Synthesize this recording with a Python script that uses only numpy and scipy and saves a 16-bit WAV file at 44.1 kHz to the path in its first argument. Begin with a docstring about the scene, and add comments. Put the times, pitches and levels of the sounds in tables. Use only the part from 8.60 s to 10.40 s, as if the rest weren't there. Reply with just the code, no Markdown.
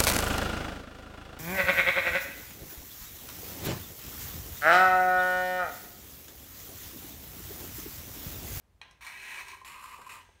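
"""Sharpening a knife

A steel knife is set down on an oiled stone in a small workshop and drawn across it once, heel to tip.
Grit catches the edge thousands of times a second: it hisses and makes the steel rasp and ring low.
The edge eases off midway, bites on the curved belly and the tip, then lifts; the holder knocks softly."""
import sys
import numpy as np
from scipy import signal
from scipy.fft import rfft, irfft
from scipy.io import wavfile

SR = 44100
rng = np.random.default_rng(int(sys.argv[2]) if len(sys.argv) > 2 else 0)


def dump(signal):
    """Clip the signal to [-1, 1] and save it as 16-bit WAV at the path in sys.argv[1]."""
    limited = np.clip(np.atleast_2d(signal).T, -1, 1)
    pcm = np.round(limited * 32767).astype(np.int16)
    wavfile.write(sys.argv[1], SR, pcm)


N = 79380
T = np.arange(N) / SR
HZ = np.fft.rfftfreq(2 * N, 1 / SR)

# the low notes at which the blade rings: pitch_hz, width_hz, relative_db
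LOW_RINGS = [(946, 79, -6), (1039, 100, 0.5), (1141, 33, 2.5), (1216, 127, -5)]


def amp(db):
    """Turns decibels into a gain."""
    return 10 ** (np.asarray(db) / 20)


def unit(x):
    """Scales a signal to an average (rms) level of 1."""
    return x / np.sqrt(np.mean(x ** 2) + 1e-20)


def curve_at(points, hz):
    """Joins (pitch, value) points along a log pitch axis and reads the values at hz."""
    pitches, values = np.transpose(points)
    return np.interp(np.log(hz + 1), np.log(np.sort(pitches) + 1), values)


def shaped(x, gains):
    """Gives each frequency its own gain, then scales to level 1."""
    return unit(irfft(rfft(x, 2 * N) * gains)[:N])


def noise(colour):
    """Steady noise; its colour says how strong each pitch is."""
    return shaped(rng.standard_normal(N), amp(curve_at(colour, HZ)))


def ring(x, notes, steepness):
    """Lets x shake an object that rings at certain notes; more steepness lets less through between them."""
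    power = sum(amp(db) ** 2 / (1 + (2 * (HZ - hz) / width) ** 2) ** steepness for hz, width, db in notes)
    log_gain = np.log(power + 1e-10) / 2
    # this phase makes the ringing follow the push that causes it
    phase = -signal.hilbert(np.r_[log_gain, log_gain[-2:0:-1]]).imag[:N + 1]
    return shaped(x, np.exp(log_gain + 1j * phase))


def blow(start_s, rise_s, fade_s):
    """The loudness of a hit: a straight rise, then a drop of 60 dB every fade_s."""
    rise = np.clip((T - start_s) / rise_s, 0, 1)
    return rise * 1000 ** (-np.maximum(T - start_s - rise_s, 0) / fade_s)


def background():
    """Quiet room air and a wavering low hum."""
    # colour of the air: pitch_hz, relative_db
    air_colour = [(25, -31), (45, -4), (110, -8.5), (300, -18), (1500, -27), (5000, -37), (15500, -42.5)]
    # the room's hum: pitch_hz, width_hz, level_db
    hums = [(56.7, 19, -70.5), (87.1, 4.6, -73)]
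    hum = sum(amp(db) * ring(rng.standard_normal(N), [(hz, width, 0)], steepness=2.4)
              for hz, width, db in hums)
    return amp(-69) * noise(air_colour) + hum


def room_echo(x, gap_s=0.006):
    """Sound bounces off bench and walls in many echoes; the low ones last longest."""
    # how long the echoes take to drop 60 dB: pitch_hz, fade_s
    fades = [(200, 0.89), (1300, 0.3), (3500, 0.35), (9000, 0.31)]
    echoes = rng.standard_normal(SR) * (rng.random(SR) < .1) * (T[:SR] > gap_s)
    hz, seconds, bands = signal.stft(echoes, SR, nperseg=256)
    fading = 1000 ** (-seconds / curve_at(fades, hz)[:, None])
    tail = signal.istft(bands * fading, SR, nperseg=256)[1]
    return signal.fftconvolve(x, tail / np.linalg.norm(tail))[:N]


def holder():
    """The stone's holder hums while the blade bears down, and knocks as it shifts on the wooden bench."""
    # the holder's hum: start_s, end_s, pitch_hz, width_hz, level_db
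    holder_hum = (0.53, 1.05, 386, 48, -71.5)
    # knocks on the bench: start_s, level_db, rise_s, fade_s
    knocks = [(1.015, -62.5, 0.0038, 0.029), (1.379, -52, 0.017, 0.076), (1.69, -57, 0.0021, 0.021)]
    # dull colour of a knock: pitch_hz, relative_db
    knock_colour = [(80, -35), (250, -3.5), (500, -1.5), (800, 0.5), (1300, -4.5), (12000, -66)]
    start, end, hz, width, hum_db = holder_hum
    progress = np.clip((T - start) / (end - start), 0, 1)
    pressure = np.sqrt(np.maximum(np.sin(np.pi * progress), 0))
    hum = amp(hum_db) * pressure * ring(rng.standard_normal(N), [(hz, width, 0)], steepness=1.6)
    return hum + sum(amp(db) * noise(knock_colour) * blow(s, rise, fade) for s, db, rise, fade in knocks)


def free_blade():
    """The steel rings faintly when not pressed down: dull after it lands, bright as the tip leaves."""
    # notes of the free blade: pitch_hz, width_hz, relative_db
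    notes = [(1023, 66, 9), (1612, 30, 15), (1980, 25, 13), (2560, 1500, 3), (3950, 190, -5),
             (6200, 300, 1), (6540, 92, -1.5), (8540, 400, -1)]
    # each time it rings on: start_s, level_db, fade_s, muffled_above_hz
    spells = [(0.216, -56, 0.62, 4450), (1.6, -64.5, 1.6, 14100)]
    out = np.zeros(N)
    for start, db, fade, top_hz in spells:
        ringing = ring(rng.standard_normal(N), notes, steepness=1)
        muffled = shaped(ringing, 1 / (1 + (HZ / top_hz) ** 4))
        out += amp(db) * blow(start, 0.0055, fade) * muffled
    return out


def touches():
    """The edge lands or skips on the stone: a short clack, a bright tick and a brief low ring."""
    # each touch: start_s, clack_db, tick_db, low_ring_db
    hits = [(0.2142, -38.5, -56, -60), (0.3102, -57, -58.5, -62), (1.047, -46, -58, -56),
            (0.931, -59, -66, -43.5), (1.0140, -62, -62, -43)]
    # notes of the blade against the stone: pitch_hz, relative_db
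    clack_notes = [(860, -10), (1030, -8), (1880, -6.5), (2240, -4.5), (2480, -3.5), (2850, -15),
                   (3230, -5), (3940, -6), (4280, -11.5)]
    # colour of the tick: pitch_hz, relative_db
    tick_colour = [(1000, 0.5), (4800, -0.5), (6000, 9), (6800, 1.5), (9800, -1), (15500, -19)]
    low_hz = LOW_RINGS[1][0]
    out = np.zeros(N)
    for start, clack_db, tick_db, low_db in hits:
        age = T - start
        low_ring = unit(np.sin(2 * np.pi * low_hz * age))
        clack = sum(amp(db) * np.sin(2 * np.pi * (hz * age + rng.random())) for hz, db in clack_notes)
        out += amp(clack_db) * unit(clack) * blow(start, rise_s=0.0011, fade_s=0.03)
        out += amp(tick_db) * noise(tick_colour) * blow(start, rise_s=0.00073, fade_s=0.033)
        out += amp(low_db) * low_ring * blow(start, rise_s=0.0025, fade_s=0.05)
    return out


def grit(grains_per_s=9000, spread_db=2.5):
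    """Single grains catch the edge sharply, over smooth rubbing; coarse ones snag it briefly."""
    # snags on coarse grit: start_s, boost_db
    snags = [(0.465, 6), (0.705, 6), (0.881, 9.5), (1.076, 5), (1.238, 10.5), (1.415, 11.5), (1.464, 6)]
    sizes = amp(spread_db * np.minimum(rng.exponential(1, N), 4))
    catches = sizes * rng.choice([-1., 1.], N) * (rng.random(N) < grains_per_s / SR)
    rubbing = 0.78 * rng.standard_normal(N)
    boost_db = sum(db * blow(start, rise_s=0.0026, fade_s=0.032) for start, db in snags)
    return (unit(catches) + rubbing) * amp(boost_db)


def judder(slow_hz=26.7, fast_hz=131):
    """The quick, uneven chatter of the edge on the stone."""
    return shaped(rng.standard_normal(N), (HZ > slow_hz) / (1 + (HZ / fast_hz) ** 2))


def scrape(stroke, hiss_colour, rasp_notes, offsets_db, start_s, end_s):
    """The same grit drives a hiss, a rasp and a low ring; offsets_db adds to their levels, in that order."""
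    bite_s, lift_s = 0.0018, 0.0039
    steel_chatter_db, hiss_chatter_db = 1.24, 1.4
    times, *levels_db = np.transpose(stroke)
    hiss_gain, rasp_gain, low_gain = (amp(np.interp(T, times, db) + offset)
                                      for db, offset in zip(levels_db, offsets_db))
    contact = np.clip((T - start_s) / bite_s, 0, 1) * np.clip((end_s - T) / lift_s + 1, 0, 1)
    grains, chatter = grit(), judder()
    shaking = grains * amp(steel_chatter_db * chatter)
    hiss = shaped(grains * amp(hiss_chatter_db * chatter), amp(curve_at(hiss_colour, HZ)))
    rasp = ring(shaking, rasp_notes, steepness=0.97)
    low_ring = ring(shaking, LOW_RINGS, steepness=2.17)
    return contact * (hiss_gain * hiss + rasp_gain * rasp + low_gain * low_ring)


def heel_scrape():
    """The heel, the part of the edge by the handle, grinds over the stone and eases off."""
    # strength of the scrape, before the offsets: time_s, hiss_db, rasp_db, low_ring_db
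    stroke = [(0.412, -57.5, -56, -57.5), (0.47, -53, -51.5, -50), (0.55, -59.5, -52.5, -58),
              (0.63, -55, -48.5, -73.5), (0.71, -54, -46.5, -52.5), (0.809, -51, -45.5, -50),
              (0.842, -61, -60, -63), (0.909, -54.5, -52, -53), (0.98, -66.5, -61, -58),
              (1.04, -76.5, -69, -87)]
    # colour of the grit at the heel: pitch_hz, relative_db
    hiss_colour = [(250, -33), (800, 4), (3500, 8.5), (4200, 9.5), (4800, 0.5), (6200, 5), (7500, -1),
                   (9200, 4.5), (10500, -7.5), (12900, -2), (14000, -8), (15500, -7.5)]
    # notes of the steel at the heel: pitch_hz, width_hz, relative_db
    rasp_notes = [(760, 96, -15.5), (1627, 43, 6.5), (1928, 65, 7.5), (2305, 97, 7.5), (2552, 60, 8.5),
                  (3004, 246, -3), (4170, 27, -2.5)]
    return scrape(stroke, hiss_colour, rasp_notes, offsets_db=(3.0, 2.0, -1.0), start_s=0.408, end_s=1.04)


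def belly_and_tip_scrape():
    """The curved belly of the edge bites into the stone, then the tip; both have the same colour."""
    # strength of each scrape, before the offsets: time_s, hiss_db, rasp_db, low_ring_db
    belly_stroke = [(1.05, -52, -49, -53.5), (1.13, -56.5, -48.5, -49.5), (1.18, -61, -52, -47),
                    (1.235, -56.5, -53, -51.5), (1.351, -59, -51.5, -45.5), (1.4, -64, -62, -50.5),
                    (1.45, -65.5, -55, -56), (1.478, -58, -59, -47)]
    tip_stroke = [(1.494, -51, -46.5, -50), (1.563, -55.5, -51, -45.5), (1.615, -74, -54.5, -64)]
    # colour of the grit here: pitch_hz, relative_db
    hiss_colour = [(150, -1), (380, -0.5), (5300, 5.5), (6100, -1.5), (7300, 9.5), (7900, 3), (8400, 8.5),
                   (9300, -2), (10500, -1.5), (11200, 10), (11900, 2), (12700, -5), (15500, -1.5)]
    # notes of the steel here: pitch_hz, width_hz, relative_db
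    rasp_notes = [(1579, 24, 8), (2002, 140, 2), (2517, 230, 4), (2940, 160, -0.5), (4350, 500, -11.5)]
    offsets_db = (0.14, -3.5, -0.95)
    belly = scrape(belly_stroke, hiss_colour, rasp_notes, offsets_db, start_s=1.046, end_s=1.483)
    tip = scrape(tip_stroke, hiss_colour, rasp_notes, offsets_db, start_s=1.491, end_s=1.62)
    return belly + tip


def scene():
    """The whole stroke at the bench, with the workshop's echo and background."""
    near = heel_scrape() + belly_and_tip_scrape() + touches() + free_blade() + holder()
    return (near + amp(-5) * room_echo(near) + background())[None]


def record(dry):
    """Cuts away the very highest treble."""
    top_hz = 15730
    low_pass = signal.firwin(511, top_hz, window=("kaiser", 9), fs=SR)
    return signal.oaconvolve(dry, low_pass[None], "same")


dry = scene()
out = record(dry)
dump(out)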